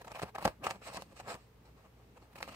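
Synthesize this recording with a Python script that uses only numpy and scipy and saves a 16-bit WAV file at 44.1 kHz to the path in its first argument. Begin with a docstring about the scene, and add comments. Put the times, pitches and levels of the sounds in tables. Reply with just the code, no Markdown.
"""Jerky short scissor cuts through stickered paper pages, close to a phone, with a pause before the last.
Tearing fibres click densely into the resonances of the sheet, the blades hiss on the paper edge,
and the sheet buckles with single pops. Behind them lies a quiet room with a faint hum."""
import sys
import numpy as np
from scipy import signal
from scipy.fft import rfft, irfft
from scipy.io import wavfile
from scipy.ndimage import uniform_filter1d, map_coordinates

SR = 44100
rng = np.random.default_rng(int(sys.argv[2]) if len(sys.argv) > 2 else 0)


def wav_out(sig):
    """Save sig, one row per channel (or a flat mono array), as 16-bit PCM at SR to the path in sys.argv[1]."""
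    wavfile.write(sys.argv[1], SR, np.round(np.clip(np.atleast_2d(sig).T, -1, 1) * 32767).astype(np.int16))


N = 112454
TIME, BIN_HZ = np.arange(N) / SR, np.arange(N // 2 + 1) * SR / N


def undb(db):
    return 10 ** (np.asarray(db) / 20)


def unit(x):
    return x / np.sqrt(np.mean(x ** 2))


def colour(x, points, scale=1):
    """Filter by (Hz, dB) points joined on a log axis."""
    hz, db = np.array(points, float).T
    curve_db = np.interp(np.log(np.maximum(BIN_HZ, 1)), np.log(hz), db)
    return irfft(rfft(x) * undb(scale * curve_db), N)


def ring(x, peaks, passes=2):
    """Sum of resonances; more passes give steeper flanks."""
    out = 0
    for hz, width, db in peaks:
        b, a = signal.iirpeak(hz, hz / width, fs=SR)
        out = out + undb(db) * signal.sosfilt(np.tile(np.r_[b, a], (passes, 1)), x)
    return out


def wander(per_s=25):
    """A smooth random curve around zero."""
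    step = int(SR / per_s)
    return uniform_filter1d(np.repeat(rng.standard_normal(N // step + 1), step), step)[:N]


def swell(share=1, depth_db=3.5):
    return undb(share * depth_db * wander())


def clicks(per_s, scatter_db, cap_db=9):
    """Random clicks, many small and a few large. Rows: common to both sides, spread between them."""
    chance, sign, size = rng.random((3, 2, N))
    size_db = np.minimum(-scatter_db * np.log(size + 1e-9), cap_db)
    return (chance < per_s / SR) * np.sign(sign - .5) * undb(size_db)


# The quiet room around the phone. Each row: frequency in Hz, relative noise density in dB.
ROOM_NOISE = [(24, -3.5), (40, -1), (123, -6), (162, -9), (248, -13), (344, -19.5), (431, -9.5), (582, -21),
              (912, -20), (1540, -28), (2140, -27.5), (2480, -29.5), (10100, -42.5), (14700, -37),
              (15800, -43)]
# A faint hum in the background. Each row: frequency in Hz, level in dB.
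HUM_TONES = [(59.3, -67.5), (119, -69.5)]
def room_tone(noise_db=-62.5, wide_above_hz=700, waver_rad=0.47):
    """Room noise, alike on both sides in the bass, and a wavering hum."""
    mid, side = colour(rng.standard_normal((2, N)), ROOM_NOISE)
    side = signal.lfilter(*signal.butter(1, wide_above_hz, "high", fs=SR), side)
    hum = sum(undb(db) * swell(.5) * np.sin(2 * np.pi * hz * TIME + waver_rad * swell())
              for hz, db in HUM_TONES)
    return undb(noise_db) * unit(np.array([mid + side, mid - side])) + np.sqrt(2) * hum


def room_reverb(x, t60_s=0.14, level_db=-21, dull_hz=4170):
    """The room answers with a short, dull tail."""
    t = np.arange(SR // 2) / SR
    tail = signal.lfilter(*signal.butter(1, dull_hz, fs=SR), rng.standard_normal((2, len(t))))
    tail *= undb(-60 * t / t60_s)
    tail /= np.sqrt(np.sum(tail ** 2) / 2)
    return undb(level_db) * signal.fftconvolve(x[None], tail, axes=1)[:, :N]


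# Stereo width at the phone. Each row: frequency in Hz, gain of the spread signal in dB.
STEREO_WIDTH = [(300, -60), (1000, -20.5), (2500, 0), (8000, -1)]
# Balance at the phone. Each row: frequency in Hz, left minus right in dB.
STEREO_TILT = [(100, 1), (250, 0.5), (600, -3), (1290, 4.5), (2400, -1.5), (4400, -2), (8100, -3.5),
               (14000, 4)]
def direct_sound(common, spread, left_lag_s=0.00013):
    """The paper is heard from close by, wide in the treble and slightly later on the left."""
    spread = colour(spread, STEREO_WIDTH)
    left = irfft(rfft(common + spread) * np.exp(-2j * np.pi * BIN_HZ * left_lag_s), N)
    return np.array([colour(left, STEREO_TILT, .5), colour(common - spread, STEREO_TILT, -.5)])


def bending_ring(x, peaks, share, pitch_drift=0.04):
    """As the sheet bends, each resonance swells and fades, and all slide in pitch together."""
    ringing = sum(swell(share) * ring(x, [peak]) for peak in peaks)
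    read_at = np.cumsum(1 + pitch_drift * wander())
    return np.array([map_coordinates(row, [read_at], mode="mirror") for row in ringing])


# The ring of the sheet close up, then a low rumble. Each row: frequency in Hz, width in Hz, gain in dB.
SHEET_MODES = [(437, 50, -5), (550, 163, 4.5), (650, 173, 6), (804, 470, 8), (1026, 470, -11.5),
               (1116, 440, -1), (1535, 310, -6)]
RUMBLE_MODES = [(122, 92, 0), (201, 214, 1.5)]
def tearing_paper(fibres):
    """Fibre clicks ring the sheet; the rumble is its flexing in a stroke, background in the pause."""
    return bending_ring(fibres, SHEET_MODES, share=0.91), ring(fibres, RUMBLE_MODES)


# Blades on the paper edge, close up. Each row: frequency in Hz, width in Hz, gain in dB.
EDGE_MODES = [(2053, 740, 2.5), (2480, 970, 7.5), (4270, 1430, 4), (5130, 990, -3), (6430, 990, 0.5),
              (7950, 860, 3)]
# Colour of the finest grit, then of a cut against a slide. 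Each row: frequency in Hz, gain in dB.
FIZZ_COLOUR = [(7000, -12), (9000, -2.5), (12000, -4.5), (15500, -11)]
CUT_EMPHASIS = [(2600, 3), (4500, 1), (8200, -3), (11500, -2), (14000, 1.5)]
def blade_hiss(grit, slide_from_s=0.687, slide_to_s=2.3, swell_share=0.62):
    """Fine grit rings the edge and fizzes; the blades cut before and after the pages slide."""
    sliding = (TIME > slide_from_s) & (TIME < slide_to_s)
    grit = np.where(sliding, grit, colour(grit, CUT_EMPHASIS))
    return bending_ring(grit, EDGE_MODES, swell_share), swell(swell_share) * colour(grit, FIZZ_COLOUR)


# The sheet buckling near the microphone. Each row: time in seconds, swing level in dB, pitch in Hz,
# direction as 1 or -1, crack level in dB, thump level in dB.
BUCKLES = [(.219, -27.5, 700, 1, -45, -81), (0.2339, -21.5, 615, -1, -67, -41),
           (.385, -28.5, 700, -1, -46.5, -64), (0.4536, -12.5, 806, 1, -30, -23.5),
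           (0.4573, -14.5, 810, 1, -32.5, -57), (.478, -15, 725, 1, -40, -74),
           (.668, -18, 1150, 1, -38, -60), (0.6704, -23.5, 1250, 1, -41.5, -60),
           (.709, -29, 915, 1, -34, -74), (.758, -39, 650, -1, -57, -47), (.946, -31, 650, 1, -44, -62),
           (.971, -33, 700, 1, -37.5, -43.5), (1.022, -33, 700, 1, -43.5, -49),
           (1.2, -36, 810, 1, -48, -74), (1.2745, -35.5, 750, -1, -57, -59),
           (1.3424, -38, 866, -1, -44.5, -46), (2.358, -35.5, 620, 1, -65, -72),
           (2.405, -37.5, 804, -1, -57, -64), (2.428, -25.5, 2130, 1, -36, -70),
           (2.478, -36, 780, 1, -54, -60), (.3545, -34, 805, 1, -46, -60), (.426, -29.5, 930, 1, -47, -50),
           (.704, -34, 990, -1, -40, -64), (0.819, -44, 700, 1, -61, -62), (.08, -37, 820, 1, -50, -62),
           (.118, -32, 775, 1, -46.5, -50.5), (.149, -34.5, 780, 1, -52, -60)]
def buckling_pops(sharpness=3.4, ring_db=-5, thump_hz=200, crack_dull_hz=4460):
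    """Each buckle is a short pitched swing, the ring of the sheet, a treble crack and a low thump."""
    t = np.arange(SR // 5) / SR
    out = np.zeros((2, N + len(t)))
    fade = lambda t60_s: undb(-60 * t / t60_s)
    narrow_modes = [(hz, width / sharpness, db) for hz, width, db in SHEET_MODES]
    crack_modes = [*EDGE_MODES, (11000, 6800, -2.4)]  # a broad top is added
    sheet = ring(1. * (t == 0), narrow_modes, passes=1)
    dull = signal.butter(1, crack_dull_hz, fs=SR)
    for time_s, swing_db, hz, direction, crack_db, thump_db in BUCKLES:
        noise = signal.lfilter(*dull, rng.standard_normal((2, len(t))))
        crack = unit(ring(noise, crack_modes, passes=1)) * fade(t60_s=0.013)
        swing = np.sin(2 * np.pi * hz * t) * fade(t60_s=0.0073) + undb(ring_db) * sheet / sheet.max()
        thump = np.sin(2 * np.pi * thump_hz * t) * fade(t60_s=0.038)
        at = int((time_s - 1 / (4 * hz)) * SR)  # the first crest lands on time_s
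        out[:, at:at + len(t)] += undb(crack_db) * crack
        out[0, at:at + len(t)] += np.sign(direction) * (undb(swing_db) * swing + undb(thump_db) * thump)
    return out[:, :N]


# Six scissor strokes close to the phone and a pause, one list each; in the pause (1.42 to 2.3 s),
# faint paper rustles over low background rumble. Each row: time in seconds, then levels in dB of
# sheet ring, edge grit, fizz and rumble.
SPAN_LEVELS = [
    [(0.0, -60, -74, -79, -75), (0.02, -50, -57.5, -65, -69), (0.036, -93, -85, -91, -78),
     (0.048, -48, -61, -66, -83), (0.062, -72, -75, -71, -54), (0.082, -39.5, -54, -65, -68),
     (0.09, -61, -70, -81, -68), (0.122, -43.5, -55, -63, -68), (0.132, -66, -73, -77, -78),
     (0.158, -42.5, -52, -65, -70), (0.182, -55.5, -66, -70, -59), (0.198, -43, -49.5, -60, -66),
     (0.206, -62, -65.5, -71, -79), (0.232, -30, -42, -54, -33), (0.248, -56, -69.5, -72, -61),
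     (0.296, -54.5, -66, -73, -74), (0.33, -95, -105, -96, -73)],
    [(0.33, -98, -101, -90, -71), (0.34, -78, -101, -96, -75), (0.352, -40, -49, -56, -67),
     (0.36, -36, -64, -60, -70), (0.374, -62.5, -73, -84, -60), (0.384, -34, -65, -56, -73),
     (0.4, -53, -68.5, -73, -66), (0.43, -39.5, -56, -56, -56), (0.44, -57.5, -60.5, -72, -53),
     (0.452, -23.5, -42, -38, -36), (0.458, -26.5, -40, -48, -37), (0.468, -37, -62, -59, -33),
     (0.478, -29.5, -45, -56, -69), (0.494, -50, -61.5, -65, -62), (0.534, -66, -78, -84, -65),
     (0.58, -74, -90, -94, -54)],
    [(0.58, -78, -94, -91, -73), (0.6, -96, -101, -94, -56.5), (0.608, -72, -100, -87, -55),
     (0.628, -48.5, -80, -77, -51), (0.642, -38, -42, -54, -61), (0.66, -39, -52, -59, -49),
     (0.67, -35, -33, -55, -48), (0.682, -44.5, -57.5, -69, -55), (0.698, -49.5, -56.5, -58, -77),
     (0.708, -37, -44.5, -59, -60), (0.73, -56, -65, -70.5, -65), (0.762, -55, -68, -75, -55),
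     (0.776, -74, -74, -86, -72), (0.8, -65, -86, -87, -63)],
    [(0.8, -67, -81, -86, -68), (0.81, -67, -80, -99, -73), (0.818, -52.5, -63, -79, -58),
     (0.846, -58.5, -55.5, -69, -81), (0.86, -51.5, -54, -67, -60), (0.874, -41, -49, -63, -66),
     (0.89, -44.5, -52.5, -73, -57), (0.91, -54.5, -63, -72, -61), (0.928, -51, -57, -74, -70),
     (0.942, -54, -52, -59, -79), (0.972, -40, -46, -73, -47), (0.984, -51.5, -62, -73, -56.5),
     (1.006, -55.5, -62, -75, -61), (1.012, -85, -58, -71, -79), (1.022, -41.5, -59, -57, -66),
     (1.04, -70, -69, -79, -61), (1.08, -70, -78, -92, -73)],
    [(1.08, -74, -78, -90, -63.5), (1.088, -74, -77, -97, -66), (1.13, -58, -70.5, -82, -67),
     (1.14, -70, -83, -92, -61.5), (1.16, -68, -70, -85, -82), (1.168, -53, -58.5, -71, -78),
     (1.188, -65.5, -60, -76, -67), (1.202, -42, -49.5, -60, -71), (1.22, -64.5, -73, -86, -61.5),
     (1.264, -51, -66.5, -82, -63), (1.276, -42.5, -54.5, -65, -54), (1.306, -40.5, -48, -61, -55),
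     (1.336, -52, -53, -70, -75), (1.352, -46.5, -58.5, -64, -53), (1.37, -66, -69, -85, -74),
     (1.42, -60, -76, -95, -59)],
    [(1.42, -72, -71.5, -98, -72), (1.508, -88, -89, -103, -76), (1.644, -71, -89, -91, -65.5),
     (1.656, -63, -71.5, -87, -72), (1.754, -85, -90, -94, -64.5), (1.776, -63, -76, -98, -65),
     (1.824, -70.5, -80, -93, -74), (1.86, -63, -74, -100, -66), (1.89, -79, -92, -95, -74),
     (2.004, -71, -79, -100, -67), (2.144, -80, -86, -103, -67.5), (2.176, -55.5, -66.5, -78, -75),
     (2.192, -77, -84, -86, -68), (2.228, -66.5, -73, -94, -62), (2.3, -67, -86, -91, -66)],
    [(2.3, -75, -94, -90, -78), (2.336, -64, -71.5, -74, -74), (2.346, -75, -92, -97, -59),
     (2.358, -49, -51.5, -57, -73), (2.372, -60.5, -70.5, -72, -73), (2.388, -52, -56.5, -66, -55),
     (2.396, -71, -70, -78, -68), (2.408, -42, -55, -61, -76), (2.418, -54, -80, -67, -54.5),
     (2.428, -57, -46, -68, -65), (2.436, -45, -59, -67, -63), (2.468, -66, -67, -79, -60.5),
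     (2.478, -46, -58, -67, -68), (2.492, -45, -55.5, -65, -52), (2.506, -60, -65, -74, -67),
     (2.528, -52, -57.5, -65, -61), (2.536, -58, -64, -74, -67), (2.55, -55, -55, -66, -70)],
]
def scissors_and_paper(dip_share=0.56, dip_s=0.0039):
    """Tearing and hiss surge with each stroke, sink in the pause and dip whenever the sheet pops."""
    rows = [span[:-1] for span in SPAN_LEVELS]  # each span ends where the next begins
    times, *levels_db = np.vstack(rows + [SPAN_LEVELS[-1][-1:]]).T
    fibres, grit = clicks(per_s=1500, scatter_db=1), clicks(per_s=6000, scatter_db=2.5)
    sheet, rumble = tearing_paper(fibres)
    edge, fizz = blade_hiss(grit)
    layers = zip((sheet, edge, fizz, rumble), levels_db)
    mix = sum(unit(x) * undb(np.interp(TIME, times, db)) for x, db in layers)
    dips = [1 - dip_share * np.exp(-((TIME - pop_s) / dip_s) ** 2) for pop_s, *_ in BUCKLES]
    return mix * np.prod(dips, axis=0)


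def scene():
    """Scissors and paper up close, the room behind them."""
    common, spread = scissors_and_paper() + buckling_pops()
    return direct_sound(common, spread) + room_reverb(common) + room_tone()


def record(dry, bass_cut_hz=51.3, top_hz=15760):
    """The phone cuts the deep bass and the top."""
    thin = signal.sosfilt(signal.butter(6, bass_cut_hz, "high", fs=SR, output="sos"), dry)
    return signal.sosfilt(signal.ellip(12, .2, 80, top_hz, fs=SR, output="sos"), thin)


dry = scene()
out = record(dry)
wav_out(out)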